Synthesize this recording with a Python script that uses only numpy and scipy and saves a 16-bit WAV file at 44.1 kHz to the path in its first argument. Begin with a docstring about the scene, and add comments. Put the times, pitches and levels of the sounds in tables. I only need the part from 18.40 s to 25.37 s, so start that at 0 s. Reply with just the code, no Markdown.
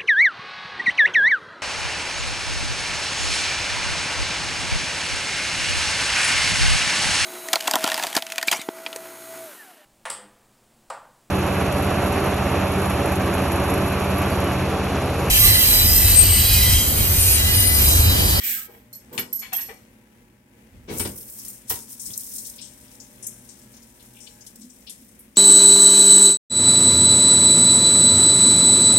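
"""Opening a running steel washing cabinet

A pump hums while, close by, a latch bar grates and clacks home and its loose ring jingles. Friction
and knocks excite the resonances of the steel door as it is pulled open. The spray arm inside throws
water on the walls: countless impacts merge into a hiss, then thin out to splashes and drips."""
import sys
import numpy as np
from scipy import signal
from scipy.fft import rfft, irfft, next_fast_len
from scipy.io import wavfile

SR = 44100
rng = np.random.default_rng(int(sys.argv[2]) if len(sys.argv) > 2 else 0)


def dump(signal):
    """Clip the signal to [-1, 1] and save it as 16-bit WAV at the path in sys.argv[1]."""
    limited = np.clip(np.atleast_2d(signal).T, -1, 1)
    pcm = np.round(limited * 32767).astype(np.int16)
    wavfile.write(sys.argv[1], SR, pcm)


N = 307377
T = np.arange(N) / SR
OPEN_S, OPENING_S, FAR_HOLD_S = 2.43, 1.42, 2.805  # start, rise and hold of the far spray

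# hiss of water on steel, as coloured by the microphone: frequency_hz, relative_db
HISS = [(1200, -20), (2500, -15), (3500, -10), (4850, -11.5), (5100, -4), (7200, -3.5), (8700, 1.5),
        (10000, -2.5), (12000, -2.5), (13600, 3), (15000, -4.5), (16000, 2)]
# knocks on the door: start_s, boom_db, clang_db, boom_low_hz, boom_high_hz, rise_s, t60_s
KNOCKS = [(.703, -42.5, -59, 170, 900, 0.037, .8), (.778, -36.5, -46, 60, 1100, 0.011, 0.29),
          (2.31, -45.5, -70, 35, 130, 0.043, 1), (2.474, -32, -40, 60, 740, 0.032, 0.8),
          (2.593, -30, -33.5, 55, 1180, .01, 0.26), (2.648, -29, -34.5, 65, 734, 0.0073, 0.27),
          (3.297, -36, -34, 99, 1160, .012, 0.34), (3.66, -46.5, -61, 80, 244, 0.029, 0.25)]


def gain_of(db):
    """Amplitude ratio of a level in decibels."""
    return 10 ** (np.asarray(db) / 20)


def unit_rms(pair):
    """Normalisation: the mean of the two channels gets an rms of 1."""
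    return pair / np.sqrt(np.mean(pair.mean(0) ** 2) + 1e-20)


def response(points, hz):
    """Gain of a spectrum, interpolated in decibels over log frequency."""
    f, db = np.transpose(points)
    return gain_of(np.interp(np.log(hz + 1), np.log(f), db))


def band(hz, low_hz, high_hz, order=8):
    """Gain of a maximally flat band-pass."""
    return ((1 + (low_hz / (hz + 1)) ** (2 * order)) * (1 + (hz / high_hz) ** (2 * order))) ** -.5


def edges(hz, octaves):
    """Edges of a band, geometrically centred on a pitch."""
    return hz / 2 ** (octaves / 2), hz * 2 ** (octaves / 2)


def filtered(x, gain):
    """Linear filtering: the spectrum is multiplied by gain(frequency)."""
    size = next_fast_len(x.shape[-1] + 2048)
    return irfft(rfft(x, size) * gain(np.fft.rfftfreq(size, 1 / SR)), size)[..., :x.shape[-1]]


def add(mix, start_s, sound):
    """Superposition: a sound sums into the mix from its start time."""
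    part = mix[:, max(round(start_s * SR), 0):][:, :sound.shape[1]]
    part += sound[:, :part.shape[1]]


def envelope(start, rise, hold, t60):
    """Linear rise, hold and exponential decay, as a gain over the whole scene."""
    age = T - start
    return np.clip(age / rise, 0, 1) * 1000 ** (-np.maximum(age - rise - hold, 0) / t60)


def wander(per_s, size=N):
    """Random drift: straight lines between normally distributed values."""
    return np.interp(np.arange(size) * min(per_s / SR, 1), np.arange(size), rng.standard_normal(size))


def grit(grain_db, size=N):
    """Countless uneven contacts sum to noise; different paths decorrelate the two channels."""
    return rng.standard_normal((2, size)) * gain_of(grain_db * wander(1500, size))


def bursts(rows, body, grain_db, echo_db, echo_t60, ripple_db, order=8):
    """Noise excitation: each burst rings the resonances of its own spot and leaves reverberation."""
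    out, t = np.zeros((2, N)), T[:22000]
    for start, db, low_hz, high_hz, rise, t60 in rows:
        spot = np.column_stack([np.geomspace(100, 17000, 120), ripple_db * rng.standard_normal(120)])
        contacts = grit(grain_db, len(t))
        sound = filtered(contacts, lambda f: body(f) * response(spot, f) * band(f, low_hz, high_hz, order))
        attack = np.minimum(t / max(rise, 1 / SR), 1)
        age = np.maximum(t - rise, 0)
        echo = gain_of(echo_db) * np.sqrt(t60 / echo_t60) * 1000 ** (-age / echo_t60)
        decay = np.hypot(1000 ** (-age / t60), echo)
        add(out, start, gain_of(db) * unit_rms(sound) * attack * decay)
    return out


def steel(hz, bed_db=-17, top_hz=7000):
    """Modal response of the door: resonance peaks add in power over a bed of dense modes."""
    # door resonances: centre_hz, width_hz, peak_db
    modes = [(474, 20, 4), (770, 46, -3), (1725, 21, -10.5), (1923, 59, -3.5), (2267, 46, -2.5),
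             (2630, 180, -12), (2964, 52, -6.5), (3290, 31, -5.5), (4290, 23, -3.5)]
    peaks = sum(gain_of(db) ** 2 / (1 + (2 * (hz - f) / width) ** 2) for f, width, db in modes)
    return np.sqrt(peaks + gain_of(bed_db) ** 2 / (1 + (hz / top_hz) ** 2))


def pump(hum_hz=119.96):
    """Forced vibration: the motor hums in harmonics of twice the mains frequency."""
    # motor partials: harmonic_number, relative_db
    harmonics = [(1, -63.5), (4, -73.5), (5, -75.5), (6, -85.5), (7, -75), (8, -76), (9, -86), (11, -84.5),
                 (13, -80.5), (14, -79.5), (15, -88)]
    # loudness of the hum: time_s, gain_db
    swell = [(0, -2), (2.4, -2.5), (2.9, -0.5), (6.0, 3), (6.3, -9), (6.97, -12)]
    hum = np.zeros((2, N))
    for k, db in harmonics:
        amplitude = np.sqrt(2) * gain_of(db + 3.4 * wander(7))
        phase = 2 * np.pi * (k * hum_hz * T + rng.random()) + .2 * wander(12)
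        hum += amplitude * np.sin(phase + np.array([[0], [min(k / 7, 1)]]))
    return hum * gain_of(np.interp(T, *np.transpose(swell)))


def room():
    """Ambient noise of the machine room, strongest in the bass and drifting in level."""
    # room noise spectrum: frequency_hz, relative_db
    spectrum = [(22, -37), (38, -14), (56, -3), (90, -12), (128, -8), (160, -17), (225, -3), (305, -18.5),
                (360, -10), (410, -20.5), (480, -14), (650, -23), (1300, -29), (2100, -24), (4250, -36),
                (8830, -33.5), (16000, -36)]
    air = unit_rms(filtered(grit(2.5), lambda f: response(spectrum, f)))
    return air * gain_of(-56 + 1.8 * wander(7.8))


def tank():
    """Transmission through an opening: the churning tank grows louder once the door is open."""
    # churning spectrum: frequency_hz, relative_db
    spectrum = [(35, -28), (55, -27), (85, -9), (170, -15), (225, 6.5), (265, 13.5), (305, -7.5),
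                (400, -21), (520, -9), (700, -16), (1300, -16), (2100, -19), (3500, -11), (8000, -38)]
    churn = unit_rms(filtered(grit(2.1), lambda f: response(spectrum, f)))
    swell = np.interp(T, [2.4, 2.7, 4.4, 6.97], [0.097, 0.94, 1.07, 0.3])
    return churn * gain_of(-62 + 3.5 * wander(14)) * swell


def drone(steady_db=-59, knock_feed_db=-9):
    """Resonance: a low mode of the cabinet throbs, swells twice and booms after each knock."""
    # swells of the mode: centre_s, peak_db, half_length_s
    swells = [(6.233, -48.5, 0.07), (6.613, -49, 0.028)]
    power = gain_of(steady_db + wander(11)) ** 2
    power += sum(gain_of(db) ** 2 * np.exp(-((T - centre) / half) ** 2) for centre, db, half in swells)
    for start, db, *_, rise, t60 in KNOCKS:
        power += (gain_of(db + knock_feed_db) * envelope(start, rise, 0.018, t60)) ** 2
    mode = filtered(grit(0.97), lambda f: band(f, 247, 208))  # crossed edges leave one narrow peak
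    return unit_rms(mode) * np.sqrt(power)


def latch_slide(catches_per_s=200, peak_share=0.22, sag_db=33.5):
    """Sliding friction: the bar grates on its guide and catches on burrs, quieter as it slows."""
    # grating spectrum: frequency_hz, relative_db
    spectrum = [(900, -22), (1370, -22), (1600, -7), (2050, -7.5), (2330, -6), (2700, -7.5), (4740, -10.5),
                (7000, -6.5), (8700, -2.5), (10200, -10.5), (11700, -9.5), (12500, 4.5), (15000, 2.5),
                (16000, -12)]
    # stereo balance of the grating: frequency_hz, left_minus_right_db
    lean = [(1500, 5), (10500, -0.5), (11600, -5), (12300, -7.5), (15000, -1), (16000, -9)]
    # strokes of the bar: start_s, peak_db, length_s
    strokes = [(0, -38, 0.1), (0.034, -26, 0.23), (.28, -57.5, 0.21), (0.726, -43.5, 0.096)]
    catches = (rng.random(N) < catches_per_s / SR) * rng.uniform(-9, 9, (2, N))
    modes = np.column_stack([np.geomspace(900, 16000, 160), 2.5 * rng.standard_normal(160)])
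    sides = np.array([[.5], [-.5]])
    grating = filtered(grit(1.0) + catches,
                       lambda f: response(spectrum, f) * response(modes, f) * response(lean, f) ** sides)
    level = np.zeros(N)
    for start, db, length in strokes:
        speed = gain_of(db - sag_db * ((T - start) / length - peak_share) ** 2)
        level = np.maximum(level, speed * envelope(start, rise=0.0036, hold=length, t60=0.13))
    return unit_rms(grating) * level


def latch_clack(start_s=.778):
    """Impact: the bar drops home with a heavily damped click and rings the door's modes."""
    out = bursts([(start_s, -25.5, 970, 11700, .0004, 0.18)], lambda f: steel(f, bed_db=-12.5),
                 grain_db=0.5, echo_db=-16, echo_t60=0.33, ripple_db=3, order=5)
    t = T[:400]
    click = sum(gain_of(db) * np.sin(2 * np.pi * hz * t)
                for hz, db in [(2500, -16.5), (3700, -24), (9000, -19.5)])
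    add(out, start_s + .0013, click * np.exp(-t / 0.0015) * np.array([[1], [.4]]))
    return out


def jingles(echo_db=-21, echo_t60=0.22):
    """Beating: a loose steel ring ticks on the latch, and its closely spaced modes interfere."""
    # modes of the ring: pitch_hz, relative_db, t60_share
    modes = [(4290, -33, 1), (5300, -35, 1), (11040, -30, .8), (11802, -2, .9), (11828, -14, .7),
             (11920, -20, 1), (12672, -6, .8), (12702, -15, .7), (12850, -19, .8), (13300, -23, .8)]
    # its bounces: start_s, ring_db, t60_s, tick_db
    bounces = [(.5286, -34.5, .2, -45), (0.554, -28, 0.087, -58), (0.792, -18.5, 0.12, -40.5),
               (.9274, -18, .23, -40.5), (0.958, -31, 0.25, -45), (.992, -30, 0.17, -39.5),
               (1.13, -19.5, 0.38, -32.5), (1.163, -17, 0.13, -44), (1.209, -26, 0.23, -37.5)]
    out, t = np.zeros((2, N)), T[:SR // 2]
    attack, balance = 1 - np.exp(-t / 0.0024), gain_of([[-2.5], [1.5]])
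    for start, ring_db, t60, _ in bounces:
        bright_db = .7 * (ring_db + 18.5)  # harder bounces favour the upper modes
        for hz, db, share in modes:
            level = gain_of(ring_db + db + bright_db * (hz > 12300))
            decay = 1000 ** (-t / (t60 * share)) + gain_of(echo_db) * 1000 ** (-t / echo_t60)
            tone = np.sin(2 * np.pi * hz * (t + start) + np.array([[0], [1]]))
            flutter = gain_of(1.6 * wander(120, len(t)))  # the ring swings as it sounds
            add(out, start, level * tone * attack * decay * flutter * balance)
    ticks = [(start, db, 4600, 13500, .001, .07) for start, _, _, db in bounces]
    plate_ringing = [(start, db - 7, 4500, 9300, .006, .4) for start, _, _, db in bounces]
    return out + bursts(ticks + plate_ringing, lambda f: response(HISS, f) ** .5,
                        grain_db=4, echo_db=-3.5, echo_t60=0.53, ripple_db=4.5)


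def door_scuffs(rise_s=0.015):
    """Friction: the door rubs against its frame, and its resonances colour the noise."""
    # noisy rubs: start_s, level_db, pitch_hz, t60_s
    scuffs = [(0, -40.5, 2700, 0.76), (.278, -48, 460.3, 0.45), (.335, -55, 1090, 0.19),
              (1.014, -39, 2070, 0.32), (1.118, -36.5, 1740, 0.18), (1.174, -40, 2040, 0.28),
              (1.282, -40, 1220, 0.23)]
    rubs = [(start, db, *edges(hz, octaves=2.25), rise_s, t60) for start, db, hz, t60 in scuffs]
    return bursts(rubs, steel, grain_db=1, echo_db=-16, echo_t60=0.39, ripple_db=4.5, order=4)


def singing_steel():
    """Resonance: single steel modes sing, some rubbed by the door, some pinged by the jingling ring."""
    # singing modes: start_s, pitch_hz, level_db, t60_s
    tones = [(0.019, 2323, -38, 0.46), (.12, 1610, -39.5, 0.42), (0.153, 1285, -45.5, 0.42),
             (.529, 4290, -41, 0.11), (.97, 4290, -53, .35), (1.121, 755, -31.5, 0.13),
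             (1.143, 3260, -32.5, .1), (1.214, 4290, -54, 0.55), (1.296, 474, -37.5, 0.14)]
    out, t = np.zeros((2, N)), T[:SR // 2]
    for start, hz, db, t60 in tones:
        swell = envelope(0, rise=0.07 * t60, hold=0, t60=t60)[:len(t)]
        phase_drift = 1.19 * np.array([wander(149, len(t)) for _ in range(2)])
        add(out, start, gain_of(db) * swell * np.sin(2 * np.pi * hz * t + phase_drift))
    return out


def door_knocks(clang_hz=(600, 6300), clang_t60_share=0.58):
    """Plate vibration: each knock makes the panel boom; its higher modes clang and decay sooner."""
    # spectrum of the flexing panel: frequency_hz, relative_db
    panel = [(21, -50), (35, -7), (70, 5), (146, -5), (242, -7), (275, -6.5), (420, -4), (775, -19.5),
             (893, -10), (1220, -16), (1500, -6), (1950, -24), (3300, -120)]
    booms = [(start, db, *shape) for start, db, _, *shape in KNOCKS]
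    clangs = [(start, db, *clang_hz, rise, clang_t60_share * t60)
              for start, _, db, _, _, rise, t60 in KNOCKS]
    boom = bursts(booms, lambda f: response(panel, f),
                  grain_db=1, echo_db=-14, echo_t60=0.29, ripple_db=3.5, order=3)
    clang = bursts(clangs, lambda f: steel(f, bed_db=-10),
                   grain_db=2, echo_db=-24, echo_t60=0.37, ripple_db=3, order=4)
    return boom + clang


def flow(fade_db_per_s=1.5):
    """Amplitude envelopes of the far drops, the sputtering jet's drops and the mist of both."""
    # sweeps of the jet across the opening: start_s, mist_db, drops_db, rise_s, hold_s, t60_s
    sweeps = [(2.493, -39, -42.5, 0.078, 0.062, 0.73), (2.72, -43, -52.5, 0.035, 0.25, .3),
              (2.924, -45, -48.5, 0.035, .18, 0.25), (3.272, -47, -43, 0.018, 0.066, 0.59),
              (3.469, -43, -47.5, 0.045, .01, 0.27), (3.585, -42, -45, 0.038, 0.45, .42)]
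    far = envelope(OPEN_S, OPENING_S, FAR_HOLD_S, t60=2.1)
    far *= gain_of(-fade_db_per_s * (T - OPEN_S) + wander(20))
    far_drops, far_mist = gain_of(-55) * far, gain_of(-57) * far
    passes = [gain_of([[mist], [drops]]) * envelope(start, *shape)
              for start, mist, drops, *shape in sweeps]
    jet_mist, jet_drops = np.max(passes, axis=0) * gain_of(1.2 * wander(40))
    return far_drops, jet_drops, np.hypot(far_mist, jet_mist)


def drips(strength, per_s=70, pitches=40):
    """Impulse response: each drop rings the steel briefly and reflects between the walls."""
    out, t = np.zeros((2, N)), T[:3000]
    for hz in np.geomspace(3300, 14000, pitches):
        tick = np.exp(-t * hz / 3) * np.sin(2 * np.pi * hz * t)
        paths = (t == 0) + 0.079 * rng.standard_normal((2, len(t))) * np.exp(-t / 0.012)
        echoing_tick = signal.fftconvolve(paths, tick[None])[:, :len(t)]
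        lands = rng.random(N) < per_s / pitches / SR
        impacts = lands * gain_of(4.9 * np.minimum(rng.exponential(1, N), 3))
        out += signal.oaconvolve(impacts[None], echoing_tick)[:, :N] * response(HISS, hz)
    return out * strength * gain_of(6)


def water_hits(rows):
    """Liquid impact on steel: the more abrupt the hit, the harder the slap that opens its wash."""
    slaps = [(start, db + 5.5 - 20 * np.log10(1 + (rise / .002) ** 2), low_hz, high_hz, .0005, .035)
             for start, db, low_hz, high_hz, rise, _ in rows]
    wash = bursts(rows, lambda f: response(HISS, f),
                  grain_db=1.9, echo_db=-7, echo_t60=0.33, ripple_db=2.5, order=16)
    slap = bursts(slaps, lambda f: response(HISS, f), grain_db=6, echo_db=-26, echo_t60=.1, ripple_db=2)
    return wash + slap


def splashes(small_count=18, small_t60_s=0.13):
    """Size sets the time scale: bigger lumps of water splash lower and longer and build more slowly."""
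    # distinct splashes: start_s, level_db, low_hz, high_hz, t60_s
    distinct = [(2.76, -43, 5400, 16000, 0.065), (2.828, -42, 2900, 16000, 0.051),
                (2.8985, -41, 7040, 16000, 0.052), (2.995, -44.5, 4570, 7400, 0.14),
                (3.0808, -35, 6200, 15000, .14), (3.595, -36.5, 5270, 10900, 0.27),
                (3.655, -36.5, 4300, 9150, 0.17), (3.734, -35.5, 3560, 6900, 0.069),
                (3.776, -27.5, 6250, 13600, 0.026), (3.9465, -46, 6000, 13000, .065),
                (3.981, -33.5, 4060, 10000, 0.1), (4.047, -40, 3000, 9100, 0.15),
                (4.162, -48, 6000, 15000, .05), (4.179, -44.5, 2180, 5200, 0.2),
                (4.211, -40.5, 2850, 8800, 0.38), (4.598, -44, 4600, 7600, .21),
                (4.825, -39, 5470, 10700, 0.54), (4.867, -29, 6000, 13000, 0.091),
                (5.086, -46, 3770, 9000, 0.31), (5.335, -54.5, 3900, 6850, .22),
                (5.42, -54.5, 3940, 6700, .11), (5.59, -57.5, 2760, 4750, 0.19),
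                (5.744, -56.5, 2310, 3480, 0.37), (5.801, -47.5, 5000, 8700, 0.63),
                (5.864, -46, 2270, 4500, 0.096), (6.007, -48.5, 4430, 7360, 0.17),
                (6.064, -40.5, 2840, 12000, 0.11), (6.158, -47.5, 3970, 15000, .036),
                (6.212, -49.5, 3380, 8060, 0.2), (6.297, -50, 5040, 8550, .18),
                (6.465, -42, 2440, 5040, 0.16), (6.494, -37.5, 2900, 11900, .16),
                (6.791, -48.5, 8500, 14400, 0.23), (6.957, -37.5, 2250, 7300, 0.2)]
    small = []
    for k, (when, force, pitch) in enumerate(rng.random((small_count, 3))):
        start = OPEN_S + (k + when) / small_count * (OPENING_S + FAR_HOLD_S)
        hz = 4500 * (9600 / 4500) ** pitch
        small.append((start, -62 + 11 * force, *edges(hz, octaves=1.23), small_t60_s))
    lumps = []
    for start, db, low_hz, high_hz, t60 in [*distinct, *small]:
        rise = .0036 * 5600 ** 2 / (low_hz * high_hz) * np.sqrt(t60 / .11)
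        lumps.append((start, db, low_hz, high_hz, rise, t60))
    return water_hits(lumps)


def spray(far_drops, jet_drops, mist, drops_per_s=500, clump_s=0.006):
    """Shot noise: drops patter in clumps on the wet walls; finer drops and mist sound higher."""
    lands = rng.random(N) < drops_per_s / SR
    energy = lands * gain_of(4.6 * np.minimum(rng.exponential(1, N), 4)) ** 2
    clumps = signal.lfilter([1], [1, -np.exp(-1 / (clump_s * SR))], energy)  # drops burst into droplets
    patter = grit(1.5) * np.sqrt(0.67 + clumps / clumps.mean())
    layers = [(far_drops, 1500, 10000), (jet_drops, 4300, 10000), (mist, 10000, 17000)]
    return sum(level * unit_rms(filtered(patter, lambda f: response(HISS, f) * band(f, low_hz, high_hz)))
               for level, low_hz, high_hz in layers)


def jet_hits(blast_hz=(1920, 16000), sheet_hz=9000):
    """Broadband excitation: the full jet bursts on nearby steel, and the sheet rings in a narrow band."""
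    # direct hits: start_s, blast_db, sheet_db
    hits = [(2.595, -28, -28), (3.296, -21, -48)]
    blasts = [(start, db, *blast_hz, 0.0032, 0.16) for start, db, _ in hits]
    rings = [(start, db, *edges(sheet_hz, octaves=0.18), .005, 0.29) for start, _, db in hits]
    return water_hits(blasts + rings)


def scene():
    """Superposition of the machine, the latch, the door and the water."""
    far_drops, jet_drops, mist = flow()
    water = spray(far_drops, jet_drops, mist) + drips(np.hypot(far_drops, jet_drops))
    water += jet_hits() + splashes()
    machine = pump() + room() + tank() + drone()
    latch = latch_slide() + latch_clack() + jingles()
    return machine + latch + door_scuffs() + singing_steel() + door_knocks() + water


def record(dry, cutoff_hz=15950):
    """Long waves reach both microphone ports alike; each has its own treble resonance; then a low-pass."""
    # stereo width: frequency_hz, side_gain_db
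    width = [(60, -11.5), (200, -18.5), (400, -8.5), (900, 0.5), (16000, -0.5)]
    # imbalance of the ports: frequency_hz, left_minus_right_db
    ports = [(200, -0.5), (600, 3), (1300, -2.5), (2600, 8.5), (4000, 13), (5500, 7.5), (8700, 14.5),
             (10000, 8), (11500, -3), (13500, -3.5), (16000, -13)]
    mid = dry.mean(0)
    side = filtered((dry[0] - dry[1]) / 2, lambda f: response(width, f))
    pair = np.array([mid + side, mid - side])
    pair = filtered(pair, lambda f: np.sqrt(2 / (1 + response(ports, f) ** np.array([[-2], [2]]))))
    low_pass = signal.firwin(511, cutoff_hz, window=("kaiser", 9), fs=SR)
    return signal.oaconvolve(pair, low_pass[None], "same")


dry = scene()
out = record(dry)
dump(out)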